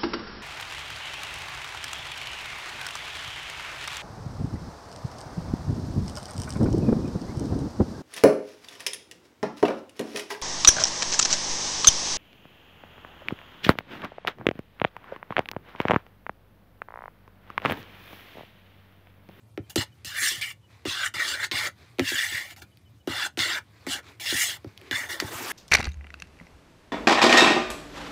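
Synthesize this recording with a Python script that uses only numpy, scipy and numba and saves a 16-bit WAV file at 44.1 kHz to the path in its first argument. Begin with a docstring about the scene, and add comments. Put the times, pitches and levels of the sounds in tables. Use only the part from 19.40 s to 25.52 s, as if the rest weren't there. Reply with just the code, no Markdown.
"""A kitchen counter, where a steel fork stirs flour in a hand-held bowl.
Each stroke lands with a tick of the tines and a dull knock of the bowl, whose foot thumps the counter;
then the tines drag gritty powder along the wall, and the slipping grains set bowl and fork ringing.
Flour trickles between strokes, a low hum fills the room and a far bird peeps.
At last the bowl is slid aside."""
import sys
import numpy as np
from scipy import signal
from scipy.io import wavfile
from scipy.ndimage import uniform_filter1d
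from numba import njit

SR = 44100
rng = np.random.default_rng(int(sys.argv[2]) if len(sys.argv) > 2 else 0)


def put_to_file(sound):
    """Save the sound as 16-bit audio at rate SR, in the file named by the first command-line argument."""
    columns = np.atleast_2d(sound).T  # one column per channel
    safe = np.clip(columns, -1, 1)
    whole_steps = np.round(safe * 32767)
    wavfile.write(sys.argv[1], SR, whole_steps.astype(np.int16))


N = 269892

# Fork gestures, one envelope per stroke; drag is the level of the bowl's hollow:
# time_s, drag_db, hollow_hz, wall_db, grit_db
STROKES = [
    [(0.297, -54, 1800, -44, -50), (0.307, -54, 1790, -44, -49), (0.325, -76, 1810, -61, -62)],
    [(0.358, -53, 1740, -31, -26), (0.374, -40, 1850, -30.5, -36), (0.41, -34.5, 1780, -30, -39),
     (0.43, -39, 1770, -37, -41), (0.442, -65, 1850, -49, -53)],
    [(0.647, -51.5, 1940, -38.5, -40.5), (0.735, -42, 1620, -43.5, -52), (0.787, -28.5, 1790, -35, -36.5),
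     (0.805, -33.5, 1770, -46, -33), (0.837, -26.5, 1800, -28.5, -29), (0.887, -29, 1930, -30.5, -27.5),
     (0.907, -38.5, 1820, -30.5, -34.5), (1.0, -46, 1990, -45.5, -50)],
    [(1.012, -35.5, 2140, -34.5, -38), (1.024, -26.5, 2300, -30, -42.5), (1.072, -40.5, 2140, -44, -47.5),
     (1.114, -39.5, 2170, -42.5, -50.5), (1.124, -64, 2140, -54, -52)],
    [(1.453, -41.5, 1930, -37.5, -47.5), (1.501, -43.5, 1940, -31, -38.5),
     (1.565, -38.5, 1630, -34.5, -46.5), (1.629, -30.5, 1470, -33, -42), (1.663, -26.5, 1720, -37, -34),
     (1.675, -36, 1810, -34, -40), (1.685, -70, 1850, -54, -45)],
    [(1.741, -37, 2110, -37, -41.5), (1.779, -35.5, 2020, -37.5, -48.5), (1.803, -23.5, 1900, -36.5, -40),
     (1.863, -35.5, 1790, -33.5, -41.5), (1.885, -40.5, 1850, -31, -34.5), (1.945, -34, 1540, -33.5, -41.5),
     (1.979, -39, 1820, -49, -51.5), (2.047, -26, 1760, -30.5, -38.5), (2.068, -79, 1690, -48, -47)],
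    [(2.114, -37, 2100, -28.5, -42), (2.132, -35, 2160, -35, -45), (2.18, -29, 2200, -28.5, -37.5),
     (2.22, -33, 1900, -38, -42), (2.274, -29.5, 1880, -34.5, -38.5), (2.292, -51, 1900, -59, -53)],
    [(2.6, -29, 1950, -40, -46), (2.608, -45, 1850, -48.5, -57), (2.686, -32.5, 1730, -27.5, -36.5),
     (2.726, -33, 1720, -36.5, -37.5), (2.794, -28, 1760, -27.5, -38), (2.848, -28, 1800, -37.5, -37),
     (2.89, -40, 1880, -38.5, -42), (2.968, -28.5, 1920, -36.5, -42.5), (3.094, -51.5, 2170, -55, -58),
     (3.11, -46.5, 2250, -48, -53), (3.135, -56, 2230, -55, -58)],
    [(3.163, -51, 2220, -56, -59), (3.201, -73, 1670, -59, -59), (3.211, -87, 1480, -74, -76),
     (3.223, -44.5, 1470, -47, -46), (3.245, -74, 1460, -68, -76)],
    [(3.674, -39, 1700, -42, -47), (3.688, -51, 1780, -44, -52), (3.696, -41.5, 1960, -38, -48),
     (3.834, -31.5, 1700, -31, -42), (3.866, -32, 1600, -36.5, -37), (3.885, -74, 1664, -53, -63)],
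    [(3.974, -47, 2040, -47, -43.5), (4.006, -27, 2070, -24, -35), (4.072, -33, 2040, -32.5, -39),
     (4.136, -32.5, 1760, -30.5, -42), (4.186, -34.5, 1730, -44.5, -46.5), (4.195, -69, 1810, -53, -58)],
    [(4.467, -34, 2070, -47, -46.5), (4.489, -45, 1980, -38.5, -42.5), (4.531, -37.5, 1630, -28.5, -33),
     (4.593, -44, 1720, -51, -54.5), (4.605, -61, 1720, -64, -67)],
    [(4.799, -40, 2270, -41, -49), (4.817, -43, 2220, -41, -44), (4.85, -43, 2040, -39, -43)],
    [(4.857, -35.5, 1980, -32, -42.5), (4.907, -34.5, 1760, -27, -35), (4.927, -34, 1760, -33, -36),
     (5.031, -26, 2020, -30.5, -25.5), (5.073, -41.5, 1940, -33.5, -34), (5.107, -37, 1630, -32.5, -38.5),
     (5.171, -50.5, 1950, -51, -55), (5.175, -65, 1970, -58, -62)],
    [(5.512, -24, 1910, -32, -43), (5.522, -31.5, 1800, -37.5, -47), (5.562, -27.5, 1990, -31.5, -40),
     (5.578, -33.5, 2070, -41, -39.5), (5.65, -36, 1730, -48.5, -48.5), (5.68, -55, 1820, -52, -55)],
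    [(5.688, -47, 1880, -50, -49), (5.698, -35, 1870, -41, -42), (5.732, -35, 1920, -38, -41),
     (5.788, -51, 1770, -53, -60), (5.795, -44, 1770, -45, -60)],
    [(5.802, -26, 1980, -27, -33), (5.814, -42, 1990, -49, -49), (5.846, -47, 1790, -48.5, -52),
     (5.89, -45, 1540, -47, -47)],
]

def scrape():
    """Grains slip under the tines and excite bowl and fork; flour hisses dryly between the modes."""
    gate, (drag_db, hollow_hz, wall_db, grit_db) = envelopes(STROKES, fade_s=0.0058)
    favoured_hz, flank_db, dust_db, belly_db = stroke_colour(drag_db, grit_db)
    judder = flicker(77, 0.2)
    slips = grains(per_s=6000, spread_db=2.8) * judder
    fine = grains(per_s=10000, spread_db=3.2) * judder
    flour = grains(per_s=14000, spread_db=2.5) * judder
    layers = [(hollow_ring(slips, hollow_hz), drag_db), (wall_ring(slips, flour, favoured_hz), wall_db),
              (grit(fine, flour), grit_db), (dust(fine, flour), dust_db),
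              (belly_ring(flour), belly_db), (flank_ring(slips), flank_db)]
    return gate * sum(from_db(db) * evened(layer, span_s=0.041) for layer, db in layers)


# Tone of each stroke's contact point, at usual drag and grit: favoured_hz, flank_db, dust_db, belly_db
CONTACTS = [(3160, -54, -43, -56.5), (3200, -45, -49.5, -44.5), (3300, -50.5, -47, -59.5),
            (2850, -55, -47.5, -62), (3300, -42, -52, -53), (3620, -42, -50.5, -49),
            (3700, -42, -49, -45.5), (3040, -54, -47, -55), (3500, -50.5, -48, -55),
            (3280, -39.5, -49.5, -44.5), (3500, -39.5, -50.5, -45), (3300, -46, -51.5, -48),
            (3250, -57, -44, -50), (3400, -51, -46, -53), (3250, -48, -48.5, -47.5),
            (3760, -47.5, -45.5, -45.5), (3450, -49, -48, -43.5)]

def stroke_colour(drag_db, grit_db):
    """Each stroke keeps its contact point; flank, dust and belly partly ride the drag and the grit."""
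    starts = [rows[0][0] for rows in STROKES]
    stroke = np.maximum(np.searchsorted(starts, np.arange(N) / SR, side="right") - 1, 0)
    favoured_hz, flank_db, dust_db, belly_db = np.transpose(CONTACTS)[:, stroke]
    usual_drag_db, usual_grit_db = -36, -43
    drag_swing, grit_swing = drag_db - usual_drag_db, grit_db - usual_grit_db
    return (favoured_hz,
            flank_db + 0.44 * drag_swing + 0.05 * grit_swing,
            dust_db + 0.043 * drag_swing + 0.73 * grit_swing,
            belly_db + 0.11 * drag_swing + 0.12 * grit_swing)


def hollow_ring(slips, hollow_hz):
    """The voice of the scrape: the bowl's hollow, a gliding resonance over a shoulder of still modes."""
    radius = np.exp(-np.pi * 360 / SR)   # 360 Hz wide
    glide = gliding(slips, hollow_hz, radius, SR)
    glide = gliding(glide, hollow_hz * flicker(20, 0.5), radius, SR)
    shoulder_modes = [(1480, 100, -9), (1740, 100, -3), (1930, 200, -2), (2370, 150, -4)]
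    shoulder = resonate(slips, shoulder_modes, flicker_db=3.5)
    hollow = rms_one(glide) + from_db(-7) * rms_one(shoulder)
    return band(band(hollow, 1420, 2820), 1405, 2400)


# Bright ring of the bowl's wall: pitch_hz, width_hz, level_db
WALL_MODES = [(2697, 167, -5), (2884, 150, -3), (3326, 290, -11.5), (3515, 125, -6.5), (3710, 53, -9.5),
              (4117, 173, -7), (4535, 54, -4), (4790, 154, -8.5), (5300, 170, -6.5)]

def wall_ring(slips, flour, favoured_hz):
    """The wall rings most near the pitch that the contact point favours, over a little flour hiss."""
    modes = 0
    for k, mode in enumerate(WALL_MODES):
        octaves_off = np.abs(np.log2(mode[0] / favoured_hz))
        feed = slips * from_db(-np.minimum(22 * octaves_off, 11))
        modes = modes + (-1) ** k * resonate(feed, [mode], flicker_db=4.5)
    hiss = from_db(-8.5) * band(flour, 2750, 5230)
    return band(band(rms_one(modes), 2580, 5400) + hiss, 2580, 6070)


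# Steel ring of the fork: pitch_hz, width_hz, level_db
TINE_MODES = [(5720, 74, -0.5), (7100, 67, -21), (7300, 27, -12), (8700, 81, -24.5), (9900, 180, -18),
              (11130, 126, -2)]
# Tone curve of the gritty treble: frequency_hz, level_db
GRIT_COLOUR = [(2940, -32), (5000, -7.5), (6340, 2.5), (7080, 5.5), (9550, -5), (10000, -20.5),
               (13000, -41.5), (22000, -120)]

def grit(fine, flour):
    """Fine slips ring the wall's high modes and the tines, with dry hiss in between."""
    wall = rms_one(resonate(fine, crowded_modes(GRIT_COLOUR[1:-2], width_hz=100), flicker_db=7.5))
    tines = rms_one(resonate(fine, TINE_MODES, flicker_db=5.5))
    return wall + from_db(-8.5) * tines + from_db(-2) * band(flour, 5560, 9800)


# Tone curve of the finest grit: frequency_hz, level_db
DUST_COLOUR = [(9000, 0), (12000, -3.5), (14000, 2), (16000, -3.5)]

def dust(fine, flour):
    """The airy top of the scrape: the finest grit on the wall's highest modes."""
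    sheen = rms_one(resonate(fine, crowded_modes(DUST_COLOUR, width_hz=150), flicker_db=2.5))
    return sheen + from_db(-11) * band(flour, 8050, 17000)


# Low body of the bowl: pitch_hz, width_hz, level_db
BELLY_MODES = [(249.4, 42, -9), (335.5, 42, -3), (601, 220, -6.5), (770, 150, -1), (920, 250, -4)]

def belly_ring(flour):
    """Dragged flour murmurs in the bowl's low modes."""
    return band(resonate(flour, BELLY_MODES, flicker_db=5.5), 202, 1200)


# Bowl modes just under the hollow: pitch_hz, width_hz, level_db
FLANK_MODES = [(1088, 166, -5), (1235, 130, -0.5), (1470, 160, 2)]

def flank_ring(slips):
    """Slips ring the bowl's flank and fill out the mids."""
    return band(resonate(slips, FLANK_MODES, flicker_db=4.5), 940, 1710)


# The bowl knocks against the holding hand: start_s, level_db, pitch_hz, thump_db
KNOCKS = [(0.177, -22, 350, -33), (0.361, -13.5, 340, -23.5), (0.649, -44.5, 313, -42),
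          (0.821, -40, 300, -58), (0.916, -40.5, 366, -57), (0.96, -49.5, 330, -42),
          (1.455, -20.5, 340, -35), (1.742, -45, 310, -42), (2.118, -30.5, 330, -37),
          (2.588, -19.5, 324, -55), (2.596, -11.5, 322, -29), (2.719, -26.5, 333, -42),
          (2.922, -40, 327, -39), (3.223, -44.5, 328, -54), (3.675, -16.5, 328, -36),
          (3.976, -23.5, 320, -35.5), (4.47, -23, 294, -46), (4.55, -37, 312, -57),
          (4.925, -23.5, 328, -35), (5.246, -28, 329, -37), (5.418, -42, 362, -62),
          (5.512, -26.5, 310, -38.5), (5.823, -22, 332, -31.5), (5.927, -33.5, 340, -39)]
# Ring after a knock, the deepest mode entering last: pitch_hz, delay_s, level_db, t60_s
KNOCK_MODES = [(271, 0.013, -9, 0.059), (733, 0, -6, 0.0094), (1270, 0.0015, -14.5, 0.015),
               (537, 0.0016, -12, 0.016)]

def knocks():
    """A round tock whose pitch sags as the palm yields, rebounding three times over ringing low modes."""
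    start_s, level_db, pitch_hz, _ = np.transpose(KNOCKS)
    t = np.arange(round(0.037 * SR)) / SR
    swell = (t / 0.0043) ** 2 * np.exp(2 * (1 - t / 0.0037))
    sag = 0.967 + 0.89 * np.exp(-t / 0.0011)
    gaps_s = rng.uniform(0.01013, 0.0127, (len(KNOCKS), 4))
    out = np.zeros(N + SR)
    for i in range(len(KNOCKS)):
        for bounce in range(4):
            hz = pitch_hz[i] * 0.935 ** bounce * sag
            tock = swell * np.sin(2 * np.pi * np.cumsum(hz) / SR)
            at = round((start_s[i] - 0.001 + gaps_s[i, :bounce].sum()) * SR)
            rebound_db = -5 - 1.33 * bounce ** 2 if bounce else 0
            out[at:at + len(t)] += from_db(level_db[i] + rebound_db) * tock
    out = out[:N]
    scatter_db = rng.normal(0, 0.51, (len(KNOCKS), len(KNOCK_MODES)))
    for k, (hz, delay_s, mode_db, t60_s) in enumerate(KNOCK_MODES):
        out += ring(pushes(start_s + delay_s, level_db + mode_db + scatter_db[:, k]), hz, t60_s)
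    return filtered(out, 140, "high")   # a small bowl radiates little bass


# Boom of the counter: pitch_hz, level_db, t60_s
COUNTER_MODES = [(81, -21, 0.15), (106, 1, 0.14), (130.5, -4, 0.071)]

def thumps():
    """Just after each knock the bowl's foot comes down and pushes into the counter's low modes."""
    start_s, _, _, thump_db = np.transpose(KNOCKS)
    foot = pushes(start_s + 0.01907, thump_db)
    boom = sum(from_db(level_db) * ring(foot, hz, t60_s) for hz, level_db, t60_s in COUNTER_MODES)
    return filtered(boom, 220, "low")


# Tines tick on the wall: start_s, strength_db, hollow_offset_db
TICKS = [(0.1758, -34, 8.5), (0.3591, -13.5, -8), (0.648, -25, -22), (0.83, -18, -4), (1.018, -29, -11),
         (1.4529, -28, -0.5), (1.61, -30, -5), (1.7396, -31, -4), (2.1135, -21, -29), (2.118, -18.5, -12),
         (2.5854, -32, -1), (2.5946, -12.5, 2.5), (3.109, -34, 1), (3.1632, -43, -3), (3.22, -34.5, -8),
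         (3.3727, -43, -11), (3.6739, -30.5, -6), (3.9736, -23.5, 1), (3.9918, -13.5, -11),
         (4.4238, -56, -4), (4.4667, -29, -6), (4.7979, -39, 3), (4.8565, -23, -8), (5.245, -42.5, 1),
         (5.2769, -48, -8), (5.3765, -31, -28), (5.4146, -41, 0), (5.5116, -18, -2), (5.6394, -41, 7),
         (5.7004, -34, 0), (5.801, -9, 0)]

def ticks():
    """An instant of hard contact: a bare click, then hollow, wall and tines ring briefly."""
    length, contact_s, flicker_db = round(0.02 * SR), 0.0006, 2.0
    bursts = rng.standard_normal((len(TICKS), length)) * np.exp(-np.arange(length) / (contact_s * SR))
    bursts[:, 0] = 3.5   # the first contact is the hardest
    bursts /= np.sqrt(np.sum(bursts ** 2, axis=1, keepdims=True))
    low, mid, high = np.zeros((3, N)) + 1e-18
    for (start_s, strength_db, hollow_offset_db), burst in zip(TICKS, bursts):
        at = slice(round(start_s * SR), round(start_s * SR) + length)
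        low[at] += from_db(strength_db + hollow_offset_db) * burst
        mid[at] += from_db(strength_db) * burst
        high[at] += from_db(0.71 * strength_db - 17.5) * burst   # the treble grows more slowly
    hollow = resonate(low, [(1266, 1080, -0.5), (2040, 900, 4.0)], flicker_db)
    click = filtered(mid, [2500, 5400], "band")
    bright = filtered(high, 5200, "high") + from_db(-1) * resonate(high, TINE_MODES, flicker_db)
    wall = resonate(mid, WALL_MODES, flicker_db)
    return from_db(20) * hollow + from_db(19) * click + from_db(17) * wall + from_db(13) * bright


# Swell of the bowl sliding aside: time_s, level_db
SLIDE_SWELL = [(5.86, -46), (5.908, -42), (5.918, -37), (6.12, -33)]
# Tone curve of the slide: frequency_hz, level_db
SLIDE_COLOUR = [(120, -31), (200, -4), (334, 1.5), (547, -5), (1290, 0), (2150, -4), (2590, -6),
                (5370, -10), (13700, -14.5), (15800, -10)]

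def slide():
    """The bowl's foot ring rubs over the counter with a rising hiss."""
    gate, (level_db,) = envelopes([SLIDE_SWELL], fade_s=1)
    return gate * from_db(level_db) * coloured(rng.standard_normal(N), SLIDE_COLOUR, flicker_db=3.0)


# Runs of loose flour between strokes: start_s, end_s, start_db, end_db
TRICKLES = [(0.02, 0.15, -88, -86), (0.22, 0.29, -78, -63.5), (0.463, 0.62, -69.5, -67),
            (1.148, 1.28, -88, -71), (1.303, 1.43, -60.5, -64), (2.33, 2.39, -74, -60),
            (2.41, 2.55, -57, -63.5), (3.27, 3.65, -70, -77), (4.237, 4.468, -70.5, -56),
            (4.628, 4.69, -60, -50.5), (4.71, 4.775, -51.5, -66.5), (5.194, 5.222, -64, -65),
            (5.274, 5.333, -59, -61), (5.36, 5.48, -63, -53)]
# Tone curve of falling flour: frequency_hz, level_db
FLOUR_COLOUR = [(410, -40.5), (700, -8.5), (1230, -2), (1470, -6), (2260, -2.5), (2900, -15), (3670, -7.5),
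                (7810, -22.5), (15800, -31)]

def trickle():
    """Soft fine grains fall, with a dull shuffle as the heap moves."""
    ramps = [[(start_s, start_db), (end_s, end_db)] for start_s, end_s, start_db, end_db in TRICKLES]
    gate, (level_db,) = envelopes(ramps, fade_s=0.079)
    fine = coloured(grains(per_s=7000, spread_db=3.5), FLOUR_COLOUR, flicker_db=1.5)
    shuffle = coloured(rng.standard_normal(N), [(150, -3), (330, 15), (900, 2)], flicker_db=4.0)
    return gate * from_db(level_db) * (fine + from_db(-5) * shuffle)


# Tone curve of the kitchen's background: frequency_hz, level_db
KITCHEN_COLOUR = [(15, -43.5), (25, -42.5), (91, 6), (130, -3), (174, -12), (361, -17.5), (437, -25.5),
                  (542, -21.5), (749, -27), (1680, -32), (2810, -41), (3050, -29.5), (3300, -36),
                  (15800, -43)]

def kitchen():
    """A bed of low hum and hiss, with a faint narrow whistle that comes and goes."""
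    hum = coloured(rng.standard_normal(N), KITCHEN_COLOUR, flicker_db=2.5)
    whistle = resonate(rng.standard_normal(N), [(2400, 90, 0)], flicker_db=5.0)
    whistle = resonate(whistle, [(2420, 170, 0)], flicker_db=5.0)
    return from_db(-55.5) * (hum + from_db(-22.5) * rms_one(whistle))


# Calls of a far bird: start_s, length_s, pitch_hz, level_db
PEEPS = [(0.233, 0.032, 3060, -65), (0.517, 0.026, 2940, -61), (1.226, 0.05, 2930, -62),
         (3.313, 0.031, 2950, -63), (3.449, 0.042, 2980, -63), (3.596, 0.032, 2930, -63.5)]

def bird():
    """Short pure peeps that drop into their pitch."""
    out = np.zeros(N)
    for start_s, length_s, pitch_hz, level_db in PEEPS:
        t = np.arange(round(length_s * SR)) / SR
        hz = pitch_hz * (1 + 0.079 * np.exp(-t / 0.0085))
        peep = np.sin(np.pi * t / length_s) * np.sin(2 * np.pi * np.cumsum(hz) / SR)
        out[round(start_s * SR):][:len(t)] += from_db(level_db) * peep
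    return out


def room(x, t60_s):
    """A short diffuse tail, duller than the direct sound."""
    t = np.arange(round(0.4 * SR)) / SR
    tail = rng.standard_normal(len(t)) * from_db(-60 * t / t60_s) * (t > 0.004)
    tail = filtered(tail, 5000, "low", order=1)
    return signal.fftconvolve(x, tail / np.sqrt(np.sum(tail ** 2)))[:N]


def grains(per_s, spread_db):
    """Random slips of grains, a click each; rms 1."""
    sizes = from_db(spread_db * np.minimum(rng.exponential(1, N), 5)) * rng.choice([-1, 1], N)
    return rms_one(sizes * (rng.random(N) < per_s / SR) + 1e-9)


def envelopes(gestures, fade_s):
    """A gate that snaps open for each gesture and fades after it, and a curve for each column."""
    t, gate = np.arange(N) / SR, np.zeros(N)
    for rows in gestures:
        start_s, end_s = rows[0][0], rows[-1][0]
        gate = np.maximum(gate, (t >= start_s) * np.exp(-np.maximum(t - end_s, 0) / fade_s))
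    time_s, *columns = np.transpose(np.concatenate(gestures))
    return gate, [np.interp(t, time_s, column) for column in columns]


def coloured(x, spectrum, flicker_db):
    """Third-octave bands, each at its level and flickering on its own; rms 1."""
    hz, db = np.transpose(spectrum)
    edges = np.geomspace(max(hz[0], 20), min(hz[-1], 19000), round(3 * np.log2(hz[-1] / hz[0])) + 1)
    out = 0
    for k, (low, high) in enumerate(zip(edges, edges[1:])):
        part = filtered(np.roll(x, 999 * (k % 2)), [low, high], "band")   # shift decorrelates neighbours
        level_db = np.interp(np.log(low * high) / 2, np.log(hz), db)
        out = out + part * from_db(level_db) * flicker(19, flicker_db)
    return rms_one(out)


def resonate(x, modes, flicker_db):
    """Parallel resonances, each fed with a drifting strength, as when a contact point wanders."""
    out = 0
    for k, (hz, width_hz, db) in enumerate(modes):
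        r = np.exp(-np.pi * width_hz / SR)
        gain, poles = (1 - r * r) / 2, [1, -2 * r * np.cos(2 * np.pi * hz / SR), r * r]
        feed = x * from_db(db) * flicker(15.4, flicker_db)
        out = out + (-1) ** k * signal.lfilter([gain, 0, -gain], poles, feed)
    return out


def crowded_modes(spectrum, width_hz, count=26):
    """The many close high modes of a thin wall, scattered under a tone curve."""
    hz, db = np.transpose(spectrum)
    pitches = np.geomspace(hz[0], hz[-1], count) * rng.uniform(0.985, 1.015, count)
    return [(pitch, width_hz, np.interp(np.log(pitch), np.log(hz), db)) for pitch in pitches]


@njit
def gliding(x, hz, r, sr):
    """One resonance whose centre moves."""
    y = np.zeros(len(x))
    for i in range(2, len(x)):
        y[i] = x[i] - x[i - 2] + 2 * r * np.cos(2 * np.pi * hz[i] / sr) * y[i - 1] - r * r * y[i - 2]
    return y


def pushes(start_s, level_db):
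    """One impulse at each start."""
    out = np.zeros(N)
    out[np.round(start_s * SR).astype(int)] = from_db(level_db)
    return out


def ring(push, hz, t60_s):
    """A unit push sets a sine of height 1 ringing down."""
    r, w = from_db(-60 / (t60_s * SR)), 2 * np.pi * hz / SR
    return signal.lfilter([0, np.sin(w)], [1, -2 * r * np.cos(w), r * r], push + 1e-18)


def flicker(rate_hz, spread_db):
    """A gain that wanders by chance, spread_db wide."""
    hop = 40
    r = np.exp(-2 * np.pi * rate_hz * hop / SR)
    slow = signal.lfilter([1], [1, -2 * r, r * r], rng.standard_normal(N // hop + 2002))[2000:]
    return np.interp(np.arange(N) / hop, np.arange(len(slow)), from_db(spread_db * rms_one(slow)))


def evened(x, span_s):
    """The colour may wander while the loudness holds; rms 1."""
    return x / np.sqrt(uniform_filter1d(x ** 2, round(span_s * SR)) + 1e-12)


def band(x, low_hz, high_hz):
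    """A plain steep band; rms 1."""
    return rms_one(filtered(x, [low_hz, high_hz], "band", order=3))


def filtered(x, hz, kind, order=2):
    return signal.sosfilt(signal.butter(order, hz, kind, fs=SR, output="sos"), x)


def from_db(db):
    return 10 ** (np.asarray(db) / 20)


def rms_one(x):
    return x / np.sqrt(np.mean(x ** 2) + 1e-20)


def scene():
    """The stirred bowl up front with a touch of room; slide, trickle, hum and bird stay dry. Mono."""
    bowl = scrape() + knocks() + thumps() + ticks()
    reverb = from_db(-16) * room(bowl, t60_s=0.12)
    return (bowl + reverb + slide() + trickle() + kitchen() + bird())[None]


def record(dry):
    """The microphone drops the deep bass; the very top is cut steeply."""
    top_cut = signal.cheby2(14, 70, 16450, fs=SR, output="sos")
    return signal.sosfilt(top_cut, filtered(dry, 66, "high", order=4))


dry = scene()
out = record(dry)
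put_to_file(out)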